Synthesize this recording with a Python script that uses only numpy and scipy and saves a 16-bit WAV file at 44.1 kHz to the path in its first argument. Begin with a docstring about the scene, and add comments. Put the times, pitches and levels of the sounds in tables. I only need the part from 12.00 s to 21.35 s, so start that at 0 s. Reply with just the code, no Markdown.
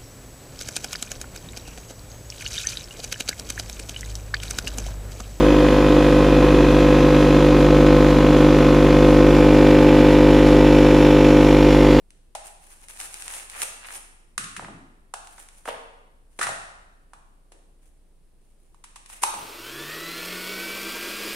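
"""Indoors at a table, in a room with a wide, even reverberation: a toy knife saws through the hook-and-loop
seam of a hollow plastic melon, and the halves click, come apart and drop into a plastic jug.
Then a toy hand blender is picked up and snapped on; its motor is close, central and dry. It hums as a sine
at the shaft rate, its gears whine at multiples of that rate and rattle as random tooth jumps.
Contacts are noise bursts, rubs are grains coloured by the plastic, hollow bodies ring as decaying sines."""
import sys
import numpy as np
from scipy import signal
from scipy.fft import rfft, irfft, next_fast_len
from scipy.io import wavfile
from scipy.ndimage import uniform_filter1d

SR = 44100
rng = np.random.default_rng(int(sys.argv[2]) if len(sys.argv) > 2 else 0)


def persist_wave(psi):
    """Save psi, clipped to +-1, as 16-bit WAV."""
    counts = np.round(np.clip(psi, -1, 1) * 32767).astype(np.int16)
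    wavfile.write(sys.argv[1], SR, np.atleast_2d(counts).T)


N = 412335
TIME = np.arange(N) / SR  # s


def from_db(db):
    """Decibels to gain."""
    return 10 ** (np.asarray(db) / 20)


def rms_one(x):
    """Scale to unit rms over all channels."""
    return x / np.sqrt(np.mean(x ** 2) + 1e-20)


def unit_energy(x):
    """Scale each channel of a short sound to unit energy."""
    return x / np.sqrt(np.sum(x ** 2, axis=1, keepdims=True))


def at_hz(points, hz):
    """Read a table on a log-frequency axis."""
    f, value = np.transpose(points)
    return np.interp(np.log(np.maximum(hz, 1)), np.log(f), value)


def colour(x, spectrum):
    """Shape a steady sound by a spectrum in dB."""
    size = next_fast_len(N)
    hz = np.arange(size // 2 + 1) * SR / size
    return irfft(rfft(x, size) * from_db(at_hz(spectrum, hz)), size)[..., :N]


def band(x, low_hz, high_hz):
    """Causal band-pass."""
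    edges = [low_hz, min(high_hz, .45 * SR)]
    return signal.sosfilt(signal.butter(2, edges, "band", fs=SR, output="sos"), x + 1e-18)


def resonate(x, hz, width):
    """One resonance, gain 1 on top."""
    r = np.exp(-np.pi * width / SR)
    feedback = [1, -2 * r * np.cos(2 * np.pi * hz / SR), r * r]
    return signal.lfilter(np.array([1, 0, -1]) * (1 - r * r) / 2, feedback, x + 1e-18)


def decaying(impulses, decay_s):
    """Give every impulse an exponential decay."""
    return signal.lfilter([1], [1, -np.exp(-1 / (decay_s * SR))], impulses + 1e-18)


def drift(rate):
    """Slow chance with a spread near 1 and `rate` knots per second."""
    knots = np.arange(0, N / SR + 1, 1 / rate)
    return np.interp(TIME, knots, rng.standard_normal(len(knots)))


def stereo(mid, side):
    """Left and right from mid and side."""
    return np.array([mid + side, mid - side])


def add(out, s, sound):
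    """Mix a short sound in at time s."""
    i = int(s * SR)
    out[..., i:i + sound.shape[-1]] += sound[..., :N - i]


# Hiss spectrum of the place, before scaling to AIR_DB: (frequency [Hz], relative density [dB per Hz])
AIR_SPECTRUM = [(25, -11), (45, -9), (70, -13.5), (90, -22), (170, -19), (220, -23.5), (340, -22.5),
                (700, -31.5), (1300, -40), (3000, -43.5), (6500, -48), (9500, -39), (12000, -49),
                (15500, -57)]
# Stereo width of the hiss: (frequency [Hz], side gain [dB])
AIR_WIDTH = [(60, -3.5), (200, -5.5), (700, -3), (4000, -1)]
# Low room drone: (frequency [Hz], waver [Hz], rms level [dB])
DRONE = [(26.3, 1.5, -55.5), (63, 4.2, -72.5)]
AIR_DB = -63


def background():
    """Faint hiss over a low drone of sines whose pitch wavers."""
    mid, side = rms_one(colour(rng.standard_normal((2, N)), AIR_SPECTRUM))
    drone = 0
    for hz, waver, db in DRONE:
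        phase = 2 * np.pi * np.cumsum(hz + waver * drift(2.7)) / SR
        drone = drone + from_db(db) * np.sin(phase) * np.sqrt(2)
    return from_db(AIR_DB) * stereo(mid, colour(side, AIR_WIDTH)) + drone


def contact(decay_s, rise_s=0.00082, size=2048, count=4):
    """Tiny slips dying in milliseconds, near even in spectrum so the body alone colours them; unit energy."""
    envelope = np.exp(-TIME[:size] / decay_s) * (1 - np.exp(-TIME[:size] / rise_s))
    burst = rng.standard_normal((2, size)) * envelope
    # flatten the spectrum and restore the envelope in turns
    for _ in range(count):
        even = irfft(np.exp(1j * np.angle(rfft(burst))), size)
        local_rms = np.sqrt(np.abs(uniform_filter1d(even ** 2, size=48)) + 1e-20)
        burst = envelope * even / local_rms
    return unit_energy(burst)


# Bright modes of the thin shells: (frequency [Hz], width [Hz], gain [dB])
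SHELL_MODES = [(1570, 1000, -1), (2810, 890, 0), (3790, 710, -1), (5500, 2200, -2.5), (9256, 3560, 11),
               (9837, 3100, 10.5), (13600, 3000, -26.5)]


def shell(x):
    """The bright modes of thin plastic, signs alternating."""
    out = 0
    for k, (hz, width, db) in enumerate(SHELL_MODES):
        out = out + (-1) ** k * from_db(db) * resonate(x, hz, width)
    return out


# Single hooks letting go and fingernail ticks: (time [s], level before snap_db [dB])
HOOK_SNAPS = [(0.105, -41.5), (0.8845, -33.5), (0.908, -35), (0.973, -36), (1.001, -25), (1.012, -27),
              (1.056, -35), (1.1418, -25.5), (1.171, -40), (1.2221, -25.5), (1.257, -41), (1.2797, -23),
              (1.303, -31), (1.338, -27), (1.4982, -29), (1.618, -14.5), (2.442, -27.5), (2.458, -45),
              (3.272, -36), (3.487, -38), (7.143, -42)]


def snaps(snap_db=21, decay_s=0.0013):
    """Lone hooks spring free, or fingernails tick, and flick the shell."""
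    out = np.zeros((2, N))
    for s, db in HOOK_SNAPS:
        add(out, s, from_db(db + snap_db) * contact(decay_s, rise_s=0.00021))
    return shell(out)


# Reverberation time of the place: (frequency [Hz], time to fall 60 dB [s])
ROOM_DECAY = [(150, 0.79), (500, 0.91), (2500, 0.9), (8000, 0.68), (14000, 0.42)]
# Stereo width of the tail: (frequency [Hz], side gain relative to the middle [dB])
ROOM_WIDTH = [(150, -15), (400, -11.5), (1200, 5.5), (4000, -0.5)]


def room(x, build_s=0.00099):
    """A diffuse tail that dies band by band, narrower in the bass; unit energy."""
    t, tail = TIME[:SR], 0
    edges = np.geomspace(70, 17000, 12)
    for low, high in zip(edges, edges[1:]):
        hz = np.sqrt(low * high)
        mid, side = band(rng.standard_normal((2, SR)), low, high)
        width = from_db(at_hz(ROOM_WIDTH, hz))
        fade = np.exp(-np.log(1000) * t / at_hz(ROOM_DECAY, hz))
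        tail = tail + stereo(mid, width * side) / np.hypot(1, width) * fade
    tail = rms_one(tail * (1 - np.exp(-t / build_s))) / np.sqrt(SR)
    return signal.fftconvolve(x[:1], tail, axes=1)[:, :N]  # fed by the left channel


# Plastic contacts: (time [s], clack level before clack_db [dB], clack low edge [Hz], clack top edge [Hz],
# crack level before crack_db [dB], clack decay [s])
CONTACTS = [(0.35, -32, 625, 940, -34, 0.0047), (2.378, -30.5, 1050, 1470, -24, 0.0022),
            (2.564, -36, 1170, 2420, -35.5, 0.0052), (2.594, -33.5, 680, 1390, -66, 0.004),
            (2.623, -41, 368, 1060, -67.5, 0.0076), (2.646, -39, 804, 2000, -69, 0.003),
            (2.683, -40.5, 600, 1230, -72, 0.0033), (3.138, -30.5, 670, 1300, -34, 0.0022),
            (3.379, -47.5, 696, 1680, -49, 0.0042), (3.654, -36.5, 516, 1580, -43.5, 0.0079),
            (3.676, -29.5, 327, 1480, -58, 0.0054), (3.683, -37, 1660, 3400, -60, 0.014),
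            (3.685, -26.5, 446, 1110, -46, .003), (4.389, -31, 300, 1600, -31.5, 0.0074),
            (4.411, -24.5, 1180, 1770, -26.5, 0.009), (4.428, -29, 1240, 2050, -25, 0.0068),
            (4.467, -27.5, 700, 1800, -32.5, 0.0046), (4.489, -30, 575, 865, -34.5, 0.0053),
            (5.133, -44.5, 750, 1370, -51.5, 0.0032), (5.519, -53, 300, 1000, -51.5, 0.0036),
            (6.744, -56, 863, 1160, -63, 0.0035), (6.839, -49.5, 910, 1160, -43.5, 0.0047),
            (6.958, -46, 860, 1170, -42, 0.0049), (7.059, -60, 900, 1390, -47, 0.0025),
            (7.099, -50.5, 810, 1190, -46.5, 0.003), (7.235, -19, 834, 1150, -23, 0.0027),
            (7.338, -35.5, 590, 1110, -39, 0.0054)]


def knocks(clack_db=24.5, crack_db=31.5, side_db=-13.0, crack_longer=1.5):
    """Each blow clacks the hand-damped wall and cracks the thin shell; a glancing contact lasts longer."""
    out, cracks = np.zeros((2, 2, N))
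    for s, level, low_hz, top_hz, crack, contact_s in CONTACTS:
        mid, side = unit_energy(band(contact(contact_s), low_hz, top_hz))
        add(out, s, from_db(level + clack_db) * stereo(mid, from_db(side_db) * side))
        add(cracks, s, from_db(crack + crack_db) * contact(crack_longer * contact_s))
    return out + shell(cracks)


# Ringing of the hollow melon: (frequency [Hz], level relative to the clack entry [dB], 60 dB decay [s])
MELON_MODES = [(558, -11.5, 0.24), (622, -14, 0.52), (820, -15.5, 0.6)]
# Ringing of the blender case, same columns
CASE_MODES = [(833, -14.5, 0.5), (905, -14, 0.3), (968, -13, 0.087)]
# Ringing of the jug, same columns
JUG_MODES = [(700, -13, 1.01), (1444, -5, 0.3), (1840, -7.5, 0.73), (1940, -7, 0.33)]
# Runs of blows on melon, case and jug, each run ringing once: (start [s], end [s])
MELON_SPANS = [(.3, .4), (3.67, 3.7)]
CASE_SPANS = [(7.2, 7.3)]
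JUG_SPANS = [(4.38, 4.5)]


def hollow(modes, spans, spread=0.752):
    """The hardest blow of a run rings a hollow body; modes differ slightly in phase and level per side."""
    out, t = np.zeros((2, N)), TIME[:SR]
    for start, end in spans:
        level, s = max((row[1], row[0]) for row in CONTACTS if start < row[0] < end)
        for hz, db, t60 in modes:
            strength = from_db(level + db + rng.standard_normal((2, 1)))
            wave = np.sin(2 * np.pi * hz * t + spread * rng.standard_normal((2, 1)))
            fade = np.exp(-np.log(1000) * t / t60)
            onset = np.minimum(t * hz, 1)  # rises over one cycle
            add(out, s, strength * wave * fade * onset)
    return out


STROKE_ATTACK_S, STROKE_RELEASE_S = 0.02, 0.017


def stroke(length_s):
    """Pressure builds, holds and lets go."""
    t = TIME[:SR]
    release = np.exp(-np.maximum(t - length_s, 0) / STROKE_RELEASE_S)
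    return np.minimum(t / STROKE_ATTACK_S, 1) * release


# Strokes of the knife through the seam, then of fingers over plastic:
# (start [s], length before release [s], level before rub_db and clumping [dB])
RUB_STROKES = [(0.429, 0.042, -42.5), (0.593, 0.25, -54), (0.874, 0.14, -49.5), (0.986, 0.08, -38.5),
               (1.085, 0.26, -43.5), (1.318, 0.1, -41.5), (1.478, 0.091, -43.5), (1.85, 0.11, -37.5),
               (3.23, 0.18, -57), (3.381, 0.049, -48), (3.515, 0.085, -56), (4.3, 0.1, -66),
               (5.81, 0.054, -61), (6.4, 0.38, -74), (7.078, 0.091, -48.5)]
# Parts that grate ever harder until they let go: (time of release [s], level [dB], build-up [s])
RIPS = [(1.003, -36, 0.013), (1.605, -40, 0.043), (1.634, -23, 0.015), (3.691, -37.5, 0.016),
        (7.223, -32.5, 0.0026), (7.236, -16, 0.0037)]
# Colour of hooks and ridges on plastic: (frequency [Hz], relative density [dB per Hz])
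RUB_SPECTRUM = [(150, -23), (300, -12.5), (550, -10), (850, -3), (1400, -7), (2500, -6), (3500, -11.5),
                (4700, -13), (6500, -7.5), (8000, -6), (9300, 1), (10500, -4), (12000, -12.5),
                (15500, -21.5)]


def rubbing(rub_db=-2.0, per_s=1500, spread_db=1.5, clump_db=4.0, release_s=0.0033):
    """Hundreds of small hooks and ridges slip in clumps; in a rip they merge into a swelling rasp."""
    level = np.zeros(N)
    for s, length_s, db in RUB_STROKES:
        add(level, s, from_db(db) * stroke(length_s))
    strength = from_db(spread_db * np.minimum(rng.exponential(1, N), 4))
    slips = (rng.random(N) < per_s / SR) * strength * rng.choice([-1, 1], (2, N))
    slip_decay = np.exp(-TIME[:256] / 0.00043)[None] ** 2
    grains = signal.fftconvolve(slips, slip_decay, axes=1)[:, :N] * rng.standard_normal((2, N))
    swell = 0
    for s, db, build_s in RIPS:
        log_swell = np.minimum((TIME - s) / build_s, (s - TIME) / release_s)
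        swell = swell + from_db(db) * np.exp(np.maximum(log_swell, -20))
    rasp = rms_one(colour(rng.standard_normal((2, N)), RUB_SPECTRUM))
    clumps = from_db(rub_db + clump_db * drift(60))
    return clumps * level * rms_one(colour(grains, RUB_SPECTRUM)) + swell * rasp


# The wooden blade along the hollow wall: (start [s], length before release [s], level [dB])
BLADE_SCRAPES = [(1.24, 0.17, -50.5), (1.523, 0.085, -43), (1.812, 0.099, -46)]


def scraping(per_s=450, decay_s=0.001):
    """The blade sticks and slips on the wall, a coarse rasp below the hiss of the hooks."""
    level = np.zeros(N)
    for s, length_s, db in BLADE_SCRAPES:
        add(level, s, from_db(db) * stroke(length_s))
    slips = decaying(rng.random(N) < per_s / SR, decay_s)
    return level * rms_one(band(slips * rng.standard_normal((2, N)), low_hz=750, high_hz=2560))


# Soft bumps of hands and pieces on the table: (time [s], direct level [dB], pitch [Hz])
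TABLE_BUMPS = [(2.378, -39.5, 198), (2.574, -39, 225), (2.628, -44, 135), (3.685, -49, 291.4),
               (2.687, -38, 258), (4.439, -40.5, 115), (4.502, -47.5, 130), (7.347, -44.5, 243),
               (7.387, -50, 120)]


def bumps(decay_s=0.0028, size=4096):
    """Padded blows give a few slow cycles only."""
    out, t = np.zeros((2, N)), TIME[:size]
    for s, db, hz in TABLE_BUMPS:
        add(out, s, from_db(db) * np.sin(2 * np.pi * hz * t) * np.exp(-t / decay_s))
    return out


# Loose plastic chattering after blows, and faint rustles of handling:
# (time [s], level before the fade [dB], fade [s], low edge [Hz], top edge [Hz])
CHATTERS = [(3.686, -38.5, 0.036, 1500, 3260), (4.409, -29.5, 0.05, 950, 2000),
            (5.53, -59, 0.075, 300, 810), (7.112, -56.5, 0.08, 900, 3200)]


def rattles(per_s=260, decay_s=0.0013, spread_db=3.5):
    """Loose plastic chatters or rustles in tiny random bounces that die away."""
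    out, t = np.zeros((2, N)), TIME[:SR // 2]
    for s, db, fade_s, low_hz, top_hz in CHATTERS:
        strength = from_db(spread_db * rng.standard_normal(len(t)))
        bounces = (rng.random(len(t)) < per_s / SR) * strength
        noise = rng.standard_normal((2, len(t)))
        chatter = band(decaying(bounces, decay_s) * noise, low_hz, top_hz)
        add(out, s, from_db(db) * rms_one(chatter) * np.exp(-t / fade_s))
    return out


# speeds in turns per s; the creep is in turns per s, per s
SWITCH_ON_S, KICK_SPEED, RUNNING_SPEED, SPIN_UP_S, CREEP_PER_S = 7.24, 31.95, 175.84, .4363, 14.694


def motor_speed():
    """The motor kicks in, spins up towards its running speed and keeps creeping faster; zero until then."""
    t = np.maximum(TIME - SWITCH_ON_S, 0)
    lag = (RUNNING_SPEED - KICK_SPEED) * np.exp(-t / SPIN_UP_S)
    return (t > 0) * (RUNNING_SPEED - lag + CREEP_PER_S * t)


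# Resonances and notches of the drive: (frequency [Hz], width [Hz], boost [dB])
DRIVE_RESONANCES = [(151, 10, 4), (181, 14, 5), (1330, 130, 5), (1522, 70, 8), (1740, 100, 10),
                    (1860, 110, 5), (1995, 90, 6), (2105, 80, -10), (2270, 150, 9), (3080, 260, 12),
                    (3470, 200, 10), (3700, 120, -8), (4050, 180, 10), (4450, 90, 5), (4920, 70, 5)]


def flare_db(hz):
    """A rising tone flares or fades as it sweeps through the resonances and notches of the drive."""
    return sum(db / (1 + (2 * (hz - centre) / width) ** 2) for centre, width, db in DRIVE_RESONANCES)


def gear_play(per_s=330, jump=0.6, decay_s=0.00052, surge_db=0.3):
    """Loose teeth jump at random, some much harder than others, and the rattle wavers slightly."""
    jumps = (rng.random(N) < per_s / SR) * np.minimum(rng.exponential(1, N), np.pi)
    play = 1 + jump * decaying(jumps, decay_s)
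    return rms_one(play * from_db(surge_db * drift(35)))


# Small 8-tooth gear and a faint lower partial of the motor:
# (multiple of the shaft rate [1], level relative to SMALL_GEAR_DB [dB])
SMALL_GEAR_TONES = [(6, -14), (8, 1)]
# Large 12-tooth gear, mesh tone with sidebands: (multiple [1], level relative to LARGE_GEAR_DB [dB])
LARGE_GEAR_TONES = [(10, -12), (11, -11), (11.25, -12), (12, -1), (13, -10)]
# High squealing tones of the drive: (multiple of the shaft rate [1], level relative to SQUEAL_DB [dB])
SQUEAL_TONES = [(24, 2.5), (29, -10), (36, -5.5), (48, -10)]
# Colour of the gear rattle: (frequency [Hz], relative density [dB per Hz])
RATTLE_SPECTRUM = [(70, -22), (220, -11), (480, -1.5), (760, -15), (950, -4.5), (1400, -3), (2050, -6.5),
                   (2450, -2.5), (3900, -7), (5350, -7), (5900, -12.5), (9000, -12.5), (12200, -14.5),
                   (13400, -9.5), (15500, -17.5)]
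# Stereo width of the gear rattle: (frequency [Hz], side gain [dB])
RATTLE_WIDTH = [(200, -29), (400, -53), (700, -6), (1300, -20), (4400, -54), (8100, -3), (15000, -51)]
# Blender case: (frequency [Hz], width of each of two resonators in series [Hz], relative level [dB])
CASE_RESONANCES = [(337.5, 43, -0.5), (390, 120, 0), (280.6, 92, -8), (483, 230, -6.5), (1810, 22, -11),
                   (2690, 200, -7.5), (3170, 520, -2.5)]
GEAR_RATTLE_DB, RATTLE_POWER = -36.5, 1.5  # level at running speed; it grows as this power of the speed
SING_SPEED, SING_SPREAD = 137, 17  # the tones emerge around this speed (turns per s)
HUM_DB, SMALL_GEAR_DB, LARGE_GEAR_DB, SQUEAL_DB = -47, -48.5, -44.5, -51.5  # before flares and flutter
FLUTTER_DB = 1.7


def blender_motor(case_db=-5.0, wobble=0.0016):
    """The shaft hums, the gear teeth whine, and their loose play rattles the case."""
    speed = motor_speed()
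    angle = 2 * np.pi * np.cumsum(speed * (1 + wobble * drift(90))) / SR
    rattle_level = from_db(GEAR_RATTLE_DB) * (speed / RUNNING_SPEED) ** RATTLE_POWER
    singing = (speed > 0) / (1 + np.exp((SING_SPEED - speed) / SING_SPREAD))
    shaft = from_db(HUM_DB + flare_db(speed) + FLUTTER_DB * drift(14)) * np.sin(angle)
    whine = 0
    groups = [(SMALL_GEAR_DB, SMALL_GEAR_TONES), (LARGE_GEAR_DB, LARGE_GEAR_TONES), (SQUEAL_DB, SQUEAL_TONES)]
    for level, tones in groups:
        for k, db in tones:
            tone_db = level + db + flare_db(k * speed) + FLUTTER_DB * drift(22)
            whine = whine + from_db(tone_db) * np.sin(k * angle)
    impacts = rng.standard_normal((3, N)) * gear_play()
    # the many small modes of the gearbox ripple the rattle's spectrum
    gearbox = signal.fftconvolve(impacts[:2], contact(decay_s=.012), axes=1)[:, :N]
    mid, side = rms_one(colour(impacts[:2] + .5 * gearbox, RATTLE_SPECTRUM))
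    case = 0
    for hz, width, db in CASE_RESONANCES:
        ringing = resonate(resonate(impacts[2], hz, width), hz, width)
        case = case + from_db(db) * rms_one(ringing)
    gears = stereo(mid, colour(side, RATTLE_WIDTH)) + from_db(case_db) * rms_one(case)
    return rattle_level * gears + singing * (shaft + whine)


def scene(knock_wet_db=-3.0, rub_wet_db=-4.5, bump_wet_db=11.5):
    """Handling sounds in their reverberation; the blender's motor close, central and dry."""
    place = background()
    seam = snaps() + rubbing() + scraping()
    blows = knocks() + rattles()
    rings = hollow(MELON_MODES, MELON_SPANS) + hollow(JUG_MODES, JUG_SPANS) + hollow(CASE_MODES, CASE_SPANS)
    thumps = bumps()
    wet_blows, wet_seam = from_db(knock_wet_db) * blows, from_db(rub_wet_db) * seam
    tail = room(wet_blows + wet_seam + from_db(bump_wet_db) * thumps)
    return place + seam + blows + rings + thumps + tail + blender_motor()


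CUTOFF_HZ = 15700


def record(dry):
    """Past the microphone, a steep elliptic low-pass cuts the top."""
    return signal.sosfilt(signal.ellip(10, .2, 80, CUTOFF_HZ, fs=SR, output="sos"), dry)


dry = scene()
out = record(dry)
persist_wave(out)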